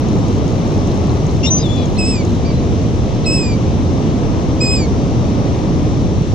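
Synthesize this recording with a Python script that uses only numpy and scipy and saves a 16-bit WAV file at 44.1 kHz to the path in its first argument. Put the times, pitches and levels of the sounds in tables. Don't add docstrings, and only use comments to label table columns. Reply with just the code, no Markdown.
import sys
import numpy as np
from scipy import signal
from scipy.fft import rfft, irfft, next_fast_len
from scipy.io import wavfile
from scipy.ndimage import uniform_filter1d

SR = 44100
rng = np.random.default_rng(int(sys.argv[2]) if len(sys.argv) > 2 else 0)


def transcribe(signal):
    frames = np.atleast_2d(signal).T
    limited = np.clip(frames, -1, 1)
    pcm = np.round(limited * 32767).astype(np.int16)
    wavfile.write(sys.argv[1], SR, pcm)


def amplitude_ratio(level_db):
    exponent = np.asarray(level_db, float) / 20
    return 10 ** exponent


N = 279594

# (time [s], wash level [dB])
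SWELL = [(0.0, -28.5), (0.42, -28), (1.11, -27.5), (1.34, -29.5), (3.28, -30), (4.34, -28.5), (5.12, -29.5),
         (5.51, -27.5), (6.34, -32.5)]
# (frequency [Hz], density [dB per Hz])
SURF = [(12, -41), (20, -11.5), (96, 1.5), (321, -6.5), (358, -9.5), (411, -10.5), (692, -19),
        (1200, -27.5), (1450, -35.5), (3800, -37), (4740, -41), (5900, -35.5), (8200, -53.5), (13100, -70),
        (14200, -99)]
# (frequency [Hz], likeness [0-1], left-right [dB], left leads [rad])
PORTS = [(30, 0, 5, 1.5), (101, 0.58, 0, -0.5), (296, 0.98, -2, 0.3), (700, 0.67, 0, 0.5),
         (1146, 0.67, 7.5, 1.57), (1550, 0, 4.5, 1), (2640, 0.5, 4.5, -0.5), (4340, 0.66, 4, -0.38),
         (5950, 0.26, 0.1, 2.07), (7900, 0, 2.5, -13), (9300, 0, -9, 10), (14000, 0.06, 2.5, 4)]
RUMBLE_FOLLOWS, SPRAY_FOLLOWS = -.3, 0.14

# (time [s], peak level [dB], low ring [dB])
FRAME = [(.086, -29.5, -6), (.112, -44, 12), (.13, -35, 4), (.1555, -38, -4), (.1675, -39, -2),
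         (.1875, -34, 1)]
# (frequency [Hz], level [dB], t60 [s], left-right [dB], left leads [rad])
SHUTTER = [(6600, 0, .011, 5, -.4), (7150, -5, .01, -1, 1.5), (6000, -5, .008, 1, 1.5),
           (7900, -14, .007, -3, 2.4), (9300, -15, .006, -7, 2.4), (10800, -21, .005, -4, .5),
           (12600, -23, .005, -4, .5)]
LOW_RING = (4100, -3, .02, 2, -.3)
FRAME_S, FRAMES, WHIRR_DB = .19675, 12, -62
CRACK_DB, CRACK_S, CRACK_HZ = -5, .0009, [5200, 9500]

# (start [s], crest [s], end [s], crest pitch [Hz], end pitch [Hz])
CRIES = [
    (1.977, 2.104, 2.247, 2632, 2120),
    (3.253, 3.35, 3.575, 2617, 2268),
    (4.6, 4.744, 4.88, 2565, 2087),
]
# (attack [s], scoop, overshoot, dip [shares under the crest],
# fundamental's loss at the crest [dB])
ENTRIES = [(0.012, .025, -.001, .03, -5.5), (.013, 0.0031, .009, .021, 0), (.019, .07, .004, .027, 5)]
STRAIN_DB = [-2.5, 0.5, 1]
# (multiple, level column, added level [dB], left-right [dB], left leads [rad])
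CRY = [(1, 0, 0, -5.5, .3), (2, 1, 0, .5, -1.4), (3, 2, 0, -2.5, -2.2), (4, 3, -21, 4, 2.6),
       (5, 2, -34, -7, .5)]
FAR = [(1, 0, 0, -9, .3), (2, 1, 0, -7, -0.93)]
CRY_DB, EFFORT_DIP_DB, EFFORT_FALL_DB = (-24, -23.5, -33), -3, -22
RISE_S, CRY_RELEASE_S, CRY_EDGE_DB = .014, .03, -16
DIP_AT = .38
SHOULDER, SHOULDER_SAG, SHOULDER_EFFORT = 0.22, 0.15, 0.23
FIRST_FADE_DB, THIRD_FOLLOWS = -15.5, 0.64
FOURTH_LOSS = 2.5
THIRD_END_DB, WAVER = -14, .002
FOLD_HZ, FOLD_DB = 24000, -33

# (start [s], end [s], first pitch [Hz], last pitch [Hz], lead level [dB])
CATCHES = [(1.966, 1.989, 2040, 2150, -43), (3.239, 3.27, 1993, 2080, -43)]
FAR_CRIES = [(2.445, 2.529, 2395, 2280, -42.5), (2.521, 2.618, 2060, 2005, -53)]
FAR_SECOND_DB = 1, 7
NOTES = [
    (1.426, 1.472, 2758, 2796, -25),
    (1.459, 1.504, 3620, 3790, -23.5),
    (1.5, 1.596, 6064, 6150, -22),
    (1.585, 1.631, 6290, 6250, -42),
    (1.573, 1.642, 4960, 5070, -34),
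    (1.624, 1.686, 3700, 3420, -31),
    (1.686, 1.865, 3480, 3406, -35),
    (1.764, 1.857, 3470, 3380, -46),
]
# (scoop share, droop share, swell [dB], other partials first [dB], other partials last [dB])
GESTURES = [(0.045, .015, 7, -8.5, 1), (0.024, 0.0058, -7, -2, -13), (-0.015, -0.03, -7, -40, -30),
            (-0.001, .05, -3, 5, -3), (.04, .06, -2, -8, -5.5), (-0.038, .006, 1.5, -30, -20),
            (0.032, 0.043, -10, -19, -26), (0, .02, -4, 0, 0)]
# (multiple, level column, added level [dB], left-right [dB], left leads [rad])
CROAK = [(1, 0, 0, 14, .1), (2, 1, 0, 1.5, 1.5), (.76, 1, -13, 6, 0), (1.24, 1, -9, 13, 0),
         (1.78, 1, -7, .5, 1.2), (2.25, 1, -12, 3, 2.2), (2.44, 1, -14, 2, 2.2), (2.78, 1, -24, -3, 2),
         (3, 1, -31, .5, 2)]
BREAK = [(1, 0, 0, 15, -1.5), (1.5, 1, 0, 1.5, 1.5), (1.97, 1, -12, 2.5, 2.2), (1.72, 1, -14, -1.5, 2.5)]
WHISTLE = [(1, 0, 0, 1.2, 2.1), (.986, 1, 0, 1.2, 2.1), (1.014, 1, 0, 1.2, 2.1)]
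RASP = [(1, 0, 0, 4, 1.2), (.769, 1, 0, 12, 0), (1.77, 1, -20, 0, 2), (2, 1, -25, 0, 2)]
WAIL = [(1, 0, 0, 14, .6), (2, 1, 0, 3, 2.1)]
SPLIT = [(5 / 7, 0, 0, 9, 0), (6 / 7, 0, -6, 5, 0), (8 / 7, 0, 2, 7, 0), (9 / 7, 0, -2, 3, .5),
         (10 / 7, 0, -5, 3, .5)]
REGISTERS = [(CROAK, .26), (BREAK, .24), (WHISTLE, .04), (WHISTLE, .1), (RASP, .4), (WAIL, .1), (WAIL, .12),
             (SPLIT, .4)]
NOTE_ATTACK_S, NOTE_RELEASE_S, NOTE_EDGE_DB = .01, 0.013, -10
SCOOP_SHARE, DROOP_SHARE = .22, .18

# (frequency [Hz], threshold over the usual line height [dB])
DROPPED = [(4000, -24), (6500, -19), (7600, -9), (8300, -2), (9600, 1), (11500, 4), (13000, 6), (13500, 9),
           (13800, 17), (14050, 22), (14150, 60)]


def rms_one(x):
    return x / np.sqrt(np.mean(x ** 2) + 1e-20)


def over_hz(points, hz):
    at, *columns = np.transpose(points)
    return [np.interp(np.log(hz), np.log(at), c) for c in columns]


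def drift(rate, size=N):
    r = np.exp(-16 * np.pi * rate / SR)
    noise = rng.standard_normal(size // 8 + 4002)
    slow = signal.lfilter([1], [1, -2 * r, r * r], noise)[4000:]
    return np.interp(np.arange(size) / 8, np.arange(len(slow)), rms_one(slow))


def surf(patchy_db):
    size = next_fast_len(N)
    hz = np.maximum(np.arange(size // 2 + 1) * SR / size, 1)
    alike, pan_db, lead = over_hz(PORTS, hz)
    alike = np.clip(alike, 0, 1)
    shared, left, right = rfft(rng.standard_normal((3, size)))
    common = np.sqrt(alike) * shared * np.exp([[.5j], [-.5j]] * lead)
    pair = common + np.sqrt(1 - alike) * np.array([left, right])
    pair = pair * amplitude_ratio(over_hz(SURF, hz)[0] + pan_db * [[.5], [-.5]])

    s, wash_db = np.transpose(SWELL)
    swing_db = np.interp(np.arange(N) / SR, s, wash_db - wash_db.mean())
    swell_db = np.outer([RUMBLE_FOLLOWS, 1, SPRAY_FOLLOWS], swing_db)
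    out, step = 0, 2 * np.log2(hz / 20)
    for k in range(20):
        distance = np.clip(np.clip(step, 0, 19) - k, -1, 1)
        share = np.cos(np.pi / 2 * distance) ** 2
        place = np.interp(k, [5, 11, 15], [0, 1, 2])
        mix = np.clip(1 - abs(place - np.arange(3)), 0, 1)
        band_db = mix @ swell_db + patchy_db * drift(5.3)
        out = out + irfft(pair * share, size)[:, :N] * amplitude_ratio(band_db)
    return rms_one(out)


def ring(clicks, hz, t60):
    r, w = amplitude_ratio(-60 / (t60 * SR)), 2 * np.pi * hz / SR
    return signal.lfilter([0, np.sin(w)], [1, -2 * r * np.cos(w), r * r], clicks + 1e-18)


def shutter_ring(at, peak_db, low_db):
    out = np.zeros((2, N))
    for k, (hz, db, t60, pan_db, lead) in enumerate(SHUTTER + [LOW_RING]):
        is_low = k == len(SHUTTER)
        clicks = np.zeros(N)
        clicks[at] = amplitude_ratio(peak_db + 1.5 + db + low_db * is_low + 2.5 * rng.standard_normal(len(at)))
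        rung = ring(ring(clicks, hz, t60), hz, .003) * 6 * np.log(10) / (.003 * SR)
        lag = round(lead * SR / (2 * np.pi * hz))
        out += [amplitude_ratio(pan_db / 2) * rung, amplitude_ratio(-pan_db / 2) * np.roll(rung, lag)]
    return out


def contact_crack(at, peak_db):
    clicks = np.zeros(N)
    clicks[at] = amplitude_ratio(peak_db + CRACK_DB) * CRACK_S * SR
    decay = np.exp(-1 / (CRACK_S * SR))
    envelope = signal.lfilter([1 / (CRACK_S * SR)], [1, -decay], clicks + 1e-18)
    puffs = envelope * rng.standard_normal((2, N))
    return signal.sosfilt(signal.butter(2, CRACK_HZ, "band", fs=SR, output="sos"), puffs)


def motor_whirr(first_s, last_s):
    t = np.arange(N) / SR
    working = (t - first_s) % FRAME_S < .115
    running = uniform_filter1d((.5 + .5 * working) * (t < last_s + .02), size=600)
    band = signal.butter(3, [7500, 13300], "band", fs=SR, output="sos")
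    whirr = signal.sosfilt(band, rng.standard_normal((2, N)))
    return amplitude_ratio(WHIRR_DB) * running * rms_one(whirr)


def camera():
    s, peak_db, low_db = np.tile(np.transpose(FRAME), FRAMES)
    s = s + FRAME_S * np.repeat(np.arange(FRAMES), len(FRAME))
    at = np.round(s * SR).astype(int)
    return shutter_ring(at, peak_db, low_db) + contact_crack(at, peak_db) + motor_whirr(s[0], s[-1])


def voice(curve, partials, hoarse, fold_db=-120):
    s, pitch_hz, *levels = np.transpose(curve)
    start, size = round(s[0] * SR), round((s[-1] - s[0]) * SR)
    t = s[0] + np.arange(size) / SR
    smooth_hz = uniform_filter1d(np.interp(t, s, pitch_hz), size=400)
    turn = 2 * np.pi * np.cumsum(smooth_hz * (1 + WAVER * drift(25.0, size))) / SR
    fade = np.clip(np.minimum(t - s[0], s[-1] - t) / 0.0067, 0, 1)
    out = np.zeros((2, N))
    for multiple, column, db, pan_db, lead in partials:
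        ports = amplitude_ratio([pan_db / 2, -pan_db / 2]) * np.exp(np.array([.5j, -.5j]) * lead)
        ports = ports / abs(ports.mean())
        shake = 1 + hoarse * (drift(250.0, size) + 1j * drift(250.0, size))
        height = amplitude_ratio(np.interp(t, s, levels[column]) + db + 3.5)
        tone = height * shake * np.exp(1j * (multiple * turn + 7 * rng.random()))
        out[:, start:start + size] += fade * np.real(ports[:, None] * tone)
    fold = amplitude_ratio(np.interp(t, s, levels[-1]) + fold_db) * np.sin(2 * np.pi * FOLD_HZ * t - 4 * turn)
    out[:, start:start + size] += fade * fold
    return out


def note(row, scoop, droop, swell_db, other_first_db, other_last_db):
    start, end, first_hz, last_hz, db = row
    part = np.linspace(0, 1, num=40)
    s = start + part * (end - start)
    pitch_hz = np.interp(part, [0, SCOOP_SHARE, 1 - DROOP_SHARE, 1],
                         [first_hz * (1 - scoop), first_hz, last_hz, last_hz * (1 - droop)])
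    edge = np.interp(s, [start, start + NOTE_ATTACK_S, end - NOTE_RELEASE_S, end], [1, 0, 0, 1])
    lead_db = db + swell_db * (part - .5) + NOTE_EDGE_DB * edge
    other_db = lead_db + other_first_db + part * (other_last_db - other_first_db)
    return np.transpose([s, pitch_hz, lead_db, other_db])


def cry(start, crest, end, crest_hz, end_hz, attack, scoop, overshoot, dip, crest_loss_db, strain_db):
    dip_s = start + DIP_AT * (crest - start)
    shoulder_s = crest + SHOULDER * (end - crest)
    s = np.linspace(start, end, num=80)
    sag = 1 - end_hz / crest_hz
    under = np.interp(s, [start, start + attack, dip_s, crest, shoulder_s, end],
                      [scoop, overshoot, dip, 0, SHOULDER_SAG * sag, sag])
    edge_db = CRY_EDGE_DB * np.interp(s, [start, start + RISE_S, end - CRY_RELEASE_S, end], [1, 0, 0, 1])
    effort_db = strain_db + np.interp(s, [start + attack, dip_s, crest, shoulder_s, end],
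                                      [0, EFFORT_DIP_DB, 0, SHOULDER_EFFORT * EFFORT_FALL_DB, EFFORT_FALL_DB])
    crest_loss = crest_loss_db * np.interp(s, [dip_s, crest, shoulder_s], [0, 1, 0])
    first_db = FIRST_FADE_DB * (s - start) / (end - start) + crest_loss
    thinning = np.clip((s - crest) / (end - crest), 0, 1) ** 4.6
    third_db = THIRD_FOLLOWS * effort_db + THIRD_END_DB * thinning
    fourth_db = third_db + FOURTH_LOSS * min(crest_loss_db, 0) * np.interp(s, [dip_s, crest], [0, 1])
    levels = zip([*CRY_DB, CRY_DB[-1]], (first_db, effort_db, third_db, fourth_db))
    return np.transpose([s, crest_hz * (1 - under)] + [db + d + edge_db for db, d in levels])


def gulls():
    far = sum(voice(note(row, 0.072, .015, -4, db, db), FAR, 0.18)
              for row, db in zip(FAR_CRIES, FAR_SECOND_DB))
    squeal = sum(voice(note(row, *shape), *register)
                 for row, shape, register in zip(NOTES, GESTURES, REGISTERS))
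    catches = sum(voice(note(row, 0, -.13, -3, 8, 7), FAR, .5) for row in CATCHES)
    near = sum(voice(cry(*row, *entry, db), CRY, .04, fold_db=FOLD_DB)
               for row, entry, db in zip(CRIES, ENTRIES, STRAIN_DB))
    return near + catches + far + squeal


def scene():
    return amplitude_ratio(-13.5) * surf(patchy_db=0.42) + camera() + gulls()


def thin_treble(x, calm_db, slope, scatter_db):
    hop, lead_in = 1024, 1024 - 416
    n, k = np.arange(2 * hop), np.arange(hop)[:, None]
    window = np.sin(np.pi * (n + .5) / (2 * hop))
    basis = np.sqrt(2 / hop) * window * np.cos(np.pi / hop * (n + .5 + hop / 2) * (k + .5))
    padding = ((0, 0), (lead_in + hop, 2 * hop - (N + lead_in) % hop))
    blocks = np.pad([x[0] + x[1], x[0] - x[1]], padding).reshape(2, -1, hop) / 2
    lines = np.concatenate([blocks[:, :-1], blocks[:, 1:]], axis=2) @ basis.T

    hz = (k[:, 0] + .5) * SR / (2 * hop)
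    usual = uniform_filter1d(np.median(abs(lines), axis=1, keepdims=True), size=24)
    cry_band = (hz > 4500) & (hz < 7900)
    loud_db = 20 * np.log10(abs(lines[:, :, cry_band]).max(axis=(0, 2)))
    reach = np.interp(hz, [7900, 8000, 12200, 12700], [0, 1, 1, .5])
    masking_db = slope * np.clip(loud_db - calm_db, 0, 19)[:, None] * reach
    chance = rng.standard_normal((lines.shape[1], hop // 16))
    chance_db = scatter_db * np.repeat(chance, 16, axis=1)
    threshold = usual * amplitude_ratio(over_hz(DROPPED, hz)[0] + masking_db + chance_db)

    frames = (lines * (abs(lines) > threshold)) @ basis
    lapped = frames[:, 1:, :hop] + frames[:, :-1, hop:]
    mid, side = lapped.reshape(2, -1)[:, lead_in:lead_in + N]
    return np.array([mid + side, mid - side])


def low_pass(x):
    return signal.sosfilt(signal.butter(12, 14360, fs=SR, output="sos"), x)


def record(dry):
    rounded = 1.8 * np.tanh(dry / 1.8)
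    thinned = thin_treble(rounded, calm_db=-22, slope=1, scatter_db=7)
    return low_pass(thinned)


dry = scene()
out = record(dry)
transcribe(out)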